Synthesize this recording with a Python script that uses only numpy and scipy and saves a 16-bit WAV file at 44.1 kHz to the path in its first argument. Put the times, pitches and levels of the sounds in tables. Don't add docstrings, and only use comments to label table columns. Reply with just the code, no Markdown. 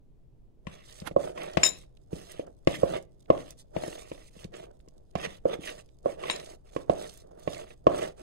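import sys
import numpy as np
from scipy import signal
from scipy.fft import rfft, irfft
from scipy.io import wavfile
from scipy.ndimage import uniform_filter1d

SR = 44100
rng = np.random.default_rng(int(sys.argv[2]) if len(sys.argv) > 2 else 0)


def to_wav(s):
    ch = np.atleast_2d(s).T
    pcm = np.round(np.clip(ch, -1, 1) * 32767)
    wavfile.write(sys.argv[1], SR, pcm.astype(np.int16))


N = 362502


def amp(db):
    return 10 ** (np.asarray(db) / 20)


def unit(x):
    return x / np.sqrt(np.mean(x ** 2) + 1e-20)


def read(points, hz):
    f, value = np.transpose(points)
    return np.interp(np.log(hz + 1), np.log(f + 1), value)


def add(mix, s, sound):
    part = mix[:, round(s * SR):][:, :sound.shape[1]]
    part += sound[:, :part.shape[1]]


def pan(pan_db):
    return amp(np.array([[pan_db / 2], [-pan_db / 2]]))


def colour(x, points, size=2048):
    log_gain = np.log(amp(read(points, abs(np.fft.fftfreq(size, 1 / SR)))))
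    taps = np.fft.ifft(np.exp(np.conj(signal.hilbert(log_gain)))).real[:size // 2]
    return signal.oaconvolve(x, taps[None], axes=1)[:, :x.shape[1]]


def resonate(x, hz, width):
    b, a = signal.iirpeak(hz, hz / width, SR)
    return signal.lfilter(b, a, signal.lfilter(b, a, x))


def wander(rate, n=N):
    hz = np.fft.rfftfreq(n, 1 / SR)
    return unit(irfft(rfft(rng.standard_normal(n)) / (1 + (hz / rate) ** 4), n))


def grains(per_s, spread_db):
    size = amp(spread_db * np.minimum(rng.exponential(1, N), 5))
    return unit(size * rng.choice([-1, 1], N) * (rng.random(N) < per_s / SR))


def mode(t, hz, swell_ms):
    swell = np.maximum(t, 0) * 1000 / swell_ms
    return swell * np.exp(1 - swell) * np.sin(2 * np.pi * hz * t)


# f/Hz, pan/dB
STIR_PAN = [(150, -9.5), (330, 4.5), (580, -6), (1100, -4), (1900, -8), (3000, -6.5), (6400, -2),
            (9500, -14.5), (15000, -9.5)]


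def ports(x, lag_ms):
    late = np.interp(np.arange(N) - lag_ms * SR / 1000, np.arange(N), x)
    left = colour(late[None], [(hz, db / 2) for hz, db in STIR_PAN])
    right = colour(x[None], [(hz, -db / 2) for hz, db in STIR_PAN])
    return np.vstack([left, right])


def in_bowl(x, size=2048, decay_s=0.002, echo=0.65):
    out, t = np.zeros((2, N)), np.arange(SR // 80) / SR
    for start in range(0, N - size, size // 2):
        taps = rng.standard_normal((2, len(t))) * np.exp(-t / decay_s)
        taps /= np.linalg.norm(taps, axis=1, keepdims=True)
        piece = x[:, start:start + size] * signal.windows.cosine(size)
        add(out, start / SR, signal.fftconvolve(piece, taps, axes=1))
    return (x + echo * out) / np.hypot(1, echo)


# f/Hz, gain/dB
HUM_EQ = [(20, -2), (48, -3.5), (85, -13.5), (125, -9), (190, -20), (400, -23), (700, -34.5), (1400, -47),
          (3000, -48), (15000, -58)]


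def hum(level_db=-55.5, shared=0.3):
    noise = rng.standard_normal((3, N))
    stereo = shared * noise[2] + .5 * noise[:2]
    gain = amp(read(HUM_EQ, np.fft.rfftfreq(N, 1 / SR)))
    return amp(level_db) * unit(irfft(rfft(stereo) * gain, N))


# f/Hz, gain/dB
SQUELCH_EQ = [(1500, -41), (3500, 1.5), (4800, 1), (7000, 1.5), (9500, -3.5), (11500, -12), (15500, -18.5)]


def sticky_threads(level_db=-77, start_s=0.63):
    ticks = grains(per_s=350, spread_db=3.0) * amp(2.8 * wander(rate=14))
    ticks = colour(ticks[None], SQUELCH_EQ)[0] * (np.arange(N) > start_s * SR)
    return amp(level_db) * ports(unit(ticks), lag_ms=0.6)


# t/s, speeding up/s, slowing down/s, drag/dB, pressure change/dB, rasp/dB, squelch/dB
BLADE_STROKES = [(0.667, 0.064, 0.21, -59, -19, -54, -64.5), (0.86, 0.1, .06, -61, 6, -58.5, -54.5),
                 (1.03, 0.07, 0.022, -48.5, -8, -65, -65), (1.185, 0.05, 0.082, -35.5, -1.5, -49.5, -53),
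                 (1.35, 0.076, 0.19, -38.5, -6, -43, -55.5), (1.58, 0.07, 0.045, -34, -1, -41, -46),
                 (1.69, 0.016, 0.13, -58, -10, -59, -58), (2.114, .06, 0.12, -49.5, -11.5, -54.5, -53),
                 (2.28, .03, .11, -52, -2.5, -50, -57), (2.67, 0.082, 0.03, -43, -0.5, -34, -45.5),
                 (2.775, .015, 0.073, -51, -2, -50.5, -52.5), (2.825, 0.14, .025, -30, -3.5, -41.5, -48.5),
                 (3.32, 0.093, 0.11, -47, -26.5, -54.5, -57.5), (3.579, 0.019, 0.017, -67, 1, -66, -58),
                 (3.744, 0.11, 0.17, -42, -11.5, -49, -50.5), (3.939, 0.086, 0.26, -58, -13, -56.5, -58.5),
                 (4.185, 0.011, 0.013, -58, -0.5, -71, -75), (4.305, .035, .015, -68, 0, -69.5, -69),
                 (4.35, 0.088, 0.012, -56.5, 14.5, -55.5, -56), (4.53, 0.016, .11, -45, -0.5, -49.5, -58),
                 (5.16, 0.091, 0.025, -36.5, 4, -32.5, -47), (5.28, 0.023, 0.073, -49, -10, -48, -56),
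                 (5.465, .075, 0.021, -30, -1.5, -40, -50.5), (5.60, 0.088, 0.051, -43, 10, -37, -47),
                 (5.74, 0.055, 0.015, -52.5, -6, -54.5, -57), (6.059, 0.043, 0.045, -39, -14, -49, -53),
                 (6.185, 0.11, 0.15, -36.5, -8, -38.5, -49), (6.44, 0.084, 0.022, -49, 6, -56, -54.5),
                 (6.65, 0.03, .02, -63, -0.5, -65.5, -70), (6.715, 0.072, 0.035, -51, 12, -63, -59.5),
                 (6.90, 0.15, 0.052, -38, -13.5, -49.5, -50), (7.09, .08, .05, -60.5, -3.5, -61, -58),
                 (7.385, 0.11, .01, -56.5, -1, -64, -63.5), (7.47, 0.099, 0.074, -41.5, 1.5, -47.5, -49.5),
                 (7.65, 0.063, 0.023, -56, 1.5, -57, -61.5), (7.884, 0.15, 0.063, -28, -12.5, -39, -45.5),
                 (8.17, 0.066, 0.048, -47, 9, -60.5, -58.5)]
# peak t/s, half length/s, level/dB
BOWL_SHIFTS = [(2.462, 0.054, -52), (3.295, 0.011, -42), (4.698, .05, -53), (4.992, 0.044, -63),
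               (7.36, 0.11, -51)]


def stroke_envelopes(bite_db_per_s=750.5, tear_s=0.01, lift_db_per_s=800, drag_lift_db_per_s=519):
    time = np.arange(0, N, 32) / SR
    power = np.zeros((3, len(time)))
    for start, rise, fall, drag_db, press_db, rasp_db, squelch_db in BLADE_STROKES:
        t, length = time - start, rise + fall
        slowness = np.interp(t, [0, rise, length], [1, 0, 1]) ** 1.1
        arch = -slowness * max(10 + 0.62 * (rasp_db + 50.5), 0)
        after = np.maximum(t - length, 0)
        pressure = press_db * (np.clip(t / length, 0, 1) - .5)
        pressure -= bite_db_per_s * np.maximum(-t, 0) + drag_lift_db_per_s * after
        tearing = -bite_db_per_s * np.maximum(tear_s - t, 0) - lift_db_per_s * after
        power[0] += amp(drag_db + 0.56 * arch + pressure) ** 2
        power[1] += amp(rasp_db + arch + tearing) ** 2
        power[2] += amp(squelch_db + 0.7 * arch + tearing) ** 2
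    for s, half_s, db in BOWL_SHIFTS:
        power[0] += (amp(db) * np.exp(-((time - s) / half_s) ** 2)) ** 2
    power[0] += amp(-69) ** 2 * (time > BLADE_STROKES[0][0])
    return [np.interp(np.arange(N) / SR, time, np.sqrt(p)) for p in power]


# f/Hz, width/Hz, gain/dB
BOWL_MODES = [(64.5, 43, -16), (177.5, 89, -7), (387.5, 58, -7), (486, 242, 3), (600, 130, -1),
              (1116, 21, -19.5)]
# f/Hz, gain/dB
RASP_EQ = [(600, -35.5), (1000, -0.5), (1400, -11), (1900, 3), (2250, -2.5), (2650, 1), (3500, 2.5),
           (4500, -15), (6000, -11.5), (9000, -52.5)]


def scraping(rasp_db=-4.5, squelch_db=-2, wall_db=-13, judder_db=3.0, clump_db=1.5, patch_db=2.0):
    drag, rasp, squelch = stroke_envelopes()
    judder = unit(amp(judder_db * wander(rate=100)))
    slips = grains(per_s=3200, spread_db=1.04) * judder
    bowl = unit(sum(amp(db) * resonate(slips, hz, width) for hz, width, db in BOWL_MODES))
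    grit = grains(per_s=5300, spread_db=3.0) * judder
    blade = unit(colour(grit[None], RASP_EQ)[0])
    wall = amp(wall_db) * unit(resonate(slips, hz=1100, width=240))
    bubbles = grains(per_s=10000, spread_db=4.5)
    bubbles *= amp(clump_db * wander(rate=110) + patch_db * wander(rate=22))
    batter = unit(colour(bubbles[None], SQUELCH_EQ)[0])
    hiss = ports(amp(rasp_db) * rasp * blade + amp(squelch_db) * squelch * batter, lag_ms=.45)
    body = ports(drag * bowl + np.sqrt(drag * rasp) * wall, lag_ms=0.61)
    return body + in_bowl(hiss)


# t/s, level/dB, f/Hz, thump/dB, wall overtone/dB, crack/dB, pan/dB
BOWL_HITS = [(0.6689, -32, 503, 1.5, -10, -3, 6), (1.019, -36.5, 467, 3, -29, -11, 1.5),
             (1.1116, -29, 507, -7.5, -26, -20, -6), (1.163, -8, 566, -20.5, -17, -36, -5.5),
             (1.376, -34.5, 620, -25.5, 2, 0.5, -1), (1.571, -10, 580, -10.5, -17, -9, 6.5),
             (1.634, -22, 545, -15, -5, 4.5, 0), (2.1297, -26.5, 373, -1, -41, -24.5, -10.5),
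             (2.3952, -20, 488, -25.5, -33, -24, 0), (2.6727, -5.5, 510, -14.5, -23.5, -14.5, 2),
             (2.694, -29.5, 532, -9, -20.5, -12, -0.5), (2.786, -43, 402, 6, -21, -21, 0),
             (2.8323, -9, 543, -14, -20, -34.5, -7), (3.3016, -3, 541, -20.5, -13, -26.5, -0.5),
             (3.7644, -17, 555, -10.5, -28.5, -17.5, 7.5), (3.8365, -22.5, 580, -23, -25, -17, 7),
             (3.8798, -26.5, 437, -12, -22, -19, 0), (4.116, -25.5, 472, -17.5, -26, -14, -1.5),
             (4.364, -44.5, 430, 0, -18, -17.5, -8), (4.4473, -34, 390, 1, -24.5, -17, -1),
             (4.876, -45, 397, -7.5, -13.5, -18, -1.5), (5.1537, -21, 605, -4.5, -14, -12, -14),
             (5.268, -44, 446, 7, -11.5, -1, 4), (5.4543, -10.5, 533, -23.5, -26.5, -36, -4),
             (5.5882, -38.5, 305, 1.5, -31, -43, -9), (6.058, -13, 562, -24.5, -18, -34.5, -6.5),
             (6.2362, -35, 550, -26, 5, 2.5, -3), (6.2981, -27.5, 557, -13, -7, -2, 6),
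             (6.7633, -19, 452, -17.5, -12.5, -16.5, -8.5), (6.8965, -8, 579, -16.5, -21, -25, -7.5),
             (7.4757, -17.5, 523, -12.5, -16.5, -18, -10), (7.868, -2.5, 544, -20.5, -11, -25, -2)]
# f/Hz, gain/dB
CRACK_EQ = [(500, -30), (1000, 0), (1400, -10.5), (1900, -0.5), (2700, -1), (4000, -11.5), (6000, -18.5),
            (10000, -28.5), (15000, -50)]


def knocks(lead_s=0.00065, push_s=0.00054, crack_s=0.0059, thump_hz=178, counter_hz=70):
    out, time = np.zeros((2, N)), np.arange(SR // 8) / SR
    push = np.exp(-((time[:SR // 200] - push_s) / (push_s / 3)) ** 2)
    for s, db, hz, thump_db, wall_db, crack_db, pan_db in BOWL_HITS:
        swell_ms = 1.01 + 0.13 * max(-22 - crack_db, 0)
        lag_ms = [[0], [0.73]] if pan_db > 0.9 else [[0.6], [0]]
        t = time - np.array(lag_ms) / 1000
        body = mode(t, hz, swell_ms) + amp(-9) * mode(t, hz * 1.126, swell_ms=2.5)
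        body += amp(wall_db + 2) * mode(t, hz=1080, swell_ms=2.9)
        base = amp(-13) * pan(9.5) * mode(t, hz=350, swell_ms=3.27)
        counter = amp(-15) * mode(t, counter_hz, swell_ms=11)
        thump = amp(thump_db) * pan(3.0) * (mode(t, thump_hz, swell_ms=4) - counter)
        note = signal.lfilter(push / push.sum(), 1, pan(pan_db) * body + base + thump)
        burst = colour(rng.standard_normal(t.shape) * np.exp(-time / crack_s), CRACK_EQ)
        crack = amp(crack_db - 7) * burst / burst[:, :SR // 200].std()
        add(out, s - lead_s, amp(db) * note)
        add(out, s, amp(db) * pan(pan_db) * crack)
    return out


def squishes(trim_db=-9.5, cavity_hz=2000, width_hz=330, spread=0.08, drift=0.023, pan_db=-9):
    out, t = np.zeros((2, N)), np.arange(-SR // 6, SR // 6) / SR
    crackle = grains(per_s=3900, spread_db=2.0)
    pole = np.exp(-np.pi * width_hz / SR)
    for start, rise, fall, _, _, rasp_db, _ in BLADE_STROKES:
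        centre_hz = cavity_hz * np.exp(spread * rng.standard_normal())
        hz = centre_hz * (1 + drift * wander(rate=25, n=len(t)))
        carrier = np.exp(2j * np.pi * np.cumsum(hz) / SR)
        drive = rng.choice(crackle, (2, len(t)))
        cavity = (carrier * signal.lfilter([1], np.poly([pole, pole]), drive / carrier)).real
        swell = np.exp(-(t / (0.14 * (rise + fall))) ** 2)
        add(out, start + rise + t[0], amp(rasp_db + trim_db) * pan(pan_db) * unit(cavity) * swell)
    return out


# t/s, level before trim/dB, f/Hz
AIR_POCKETS = [(0.9253, -43, 5300), (1.0015, -40.5, 4750), (1.4337, -40, 6960), (1.535, -42, 4090),
               (1.971, -57.5, 3080), (2.318, -38, 8800), (2.468, -58.5, 6000), (2.8815, -42, 2620),
               (3.0252, -53.5, 6980), (3.258, -62.5, 2540), (3.376, -44.5, 2480), (3.5065, -37.5, 7357),
               (4.192, -59, 6770), (4.4427, -38.5, 3460), (4.5396, -42.5, 2200), (4.8016, -60.5, 2620),
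               (4.8854, -50.5, 5280), (5.8896, -59.5, 3160), (6.3614, -33, 4230), (6.3985, -37.5, 3800),
               (6.4597, -45.5, 3424), (7.095, -39, 4600), (7.1383, -46, 8800), (7.1747, -46, 9040),
               (7.3966, -53.5, 9200), (7.5457, -40, 2680)]


def smacks(trim_db=5.0, decay_s=0.0029, pan_db=-6.5):
    out, t = np.zeros((2, N)), np.arange(SR // 30) / SR
    for s, db, hz in AIR_POCKETS:
        burst = rng.standard_normal((2, len(t))) * np.exp(-t / decay_s)
        snap = resonate(burst, hz, width=hz)
        add(out, s, amp(db + trim_db) * pan(pan_db) * snap / abs(snap).max())
    return out


def brush(s=1.074, width_s=0.0064, level_db=-25, left_db=-26):
    swell = np.exp(-abs(np.arange(N) / SR - s) / width_s)
    crackle = grains(per_s=9000, spread_db=2)
    eq = [(60, -2.0), (400, -4.5), (1300, -3.5), (3000, -11), (8000, -24.5), (11000, -18), (15000, -43)]
    return amp(level_db) * amp([[left_db], [0]]) * swell * unit(colour(crackle[None], eq))


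# t/s, level/dB, chatter/s, squeal/0-1, pitch/ratio, tick trim/dB
RIM_HITS = [(1.6326, -20.5, .044, 0.8, 1.0007, -10), (6.299, -27, 0.021, 0, 1.008, -13.5)]
# f/Hz, level/dB, t60/s, gain at full squeal/dB
RIM_PARTIALS = [(3766, -1.5, 0.048, -3.5), (3980, -16, 0.25, 0), (5300, -14.5, 0.09, 21),
                (6580, -17, 0.126, 3.5), (7070, -7.5, 0.115, 12), (8534, -9, 0.056, -2.5),
                (9800, -26, 0.27, 3), (10672, -37, 0.18, 14.5), (12650, -38.5, 0.18, 10.5),
                (14290, -32.5, .1, 14.5)]


def clinks(sag_db_per_s=90, waver_db=4.5, attack_s=0.0008, tick_s=0.0018, right_db=-15):
    out, t = np.zeros((2, N)), np.arange(SR // 3) / SR
    attack = np.minimum(t / attack_s, 1)
    for s, db, hold, squeal, pitch, tick_db in RIM_HITS:
        ring = 0
        for hz, mode_db, t60, squeal_db in RIM_PARTIALS:
            fall_db = sag_db_per_s * np.minimum(t, hold) + 60 * np.maximum(t - hold, 0) / t60
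            level = amp(mode_db + squeal * squeal_db - fall_db + waver_db * wander(rate=110, n=len(t)))
            ring = ring + level * np.sin(2 * np.pi * (hz * pitch * t + rng.random()))
        ring = amp(db) * ring * attack * amp([[0], [right_db]])
        chatter = amp(-15.5) / (1 + (t / hold) ** 8)
        contact = amp(tick_db + 5.0) * (np.exp(-t / tick_s) + chatter)
        add(out, s, ring + colour(rng.standard_normal((2, len(t))) * contact, CRACK_EQ))
    return out


# f/Hz, t60/s
KITCHEN_DECAY = [(100, 0.76), (500, 0.31), (2000, 0.32), (4500, 0.32), (14000, 0.045)]


def kitchen(x, predelay_s=0.0066, density=0.08):
    n = SR // 2
    taps = rng.standard_normal((2, n)) * (rng.random((2, n)) < density)
    taps *= np.arange(n) > predelay_s * SR
    hz, t, bands = signal.stft(taps, SR, nperseg=256)
    decay = amp(-60 * t / read(KITCHEN_DECAY, hz)[:, None])
    tail = signal.istft(bands * decay, SR, nperseg=256)[1]
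    return signal.fftconvolve(x, tail / np.linalg.norm(tail[0]), axes=1)[:, :N]


def scene():
    blows, rim = knocks(), clinks()
    stirring = scraping() + smacks() + squishes() + in_bowl(sticky_threads())
    room = kitchen(amp(-16.5) * blows + amp(-20.5) * (stirring + rim))
    return blows + stirring + rim + room + brush() + hum()


def record(dry, split_hz=1100, threshold_db=-69, knee_db=1.5, depth_db=6, lowpass_hz=15850):
    treble = signal.sosfiltfilt(signal.butter(2, split_hz, "high", fs=SR, output="sos"), dry)
    level_db = 10 * np.log10(abs(uniform_filter1d((treble ** 2).mean(0), size=260)) + 1e-14)
    shut = (1 + np.tanh((threshold_db - level_db) / knee_db)) / 2
    quieted = dry - treble * (1 - amp(-depth_db * shut))
    taps = signal.firwin(511, lowpass_hz, window=("kaiser", 9), fs=SR)
    return signal.oaconvolve(np.clip(quieted, -1, 1), taps[None], "same")


dry = scene()
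out = record(dry)
to_wav(out)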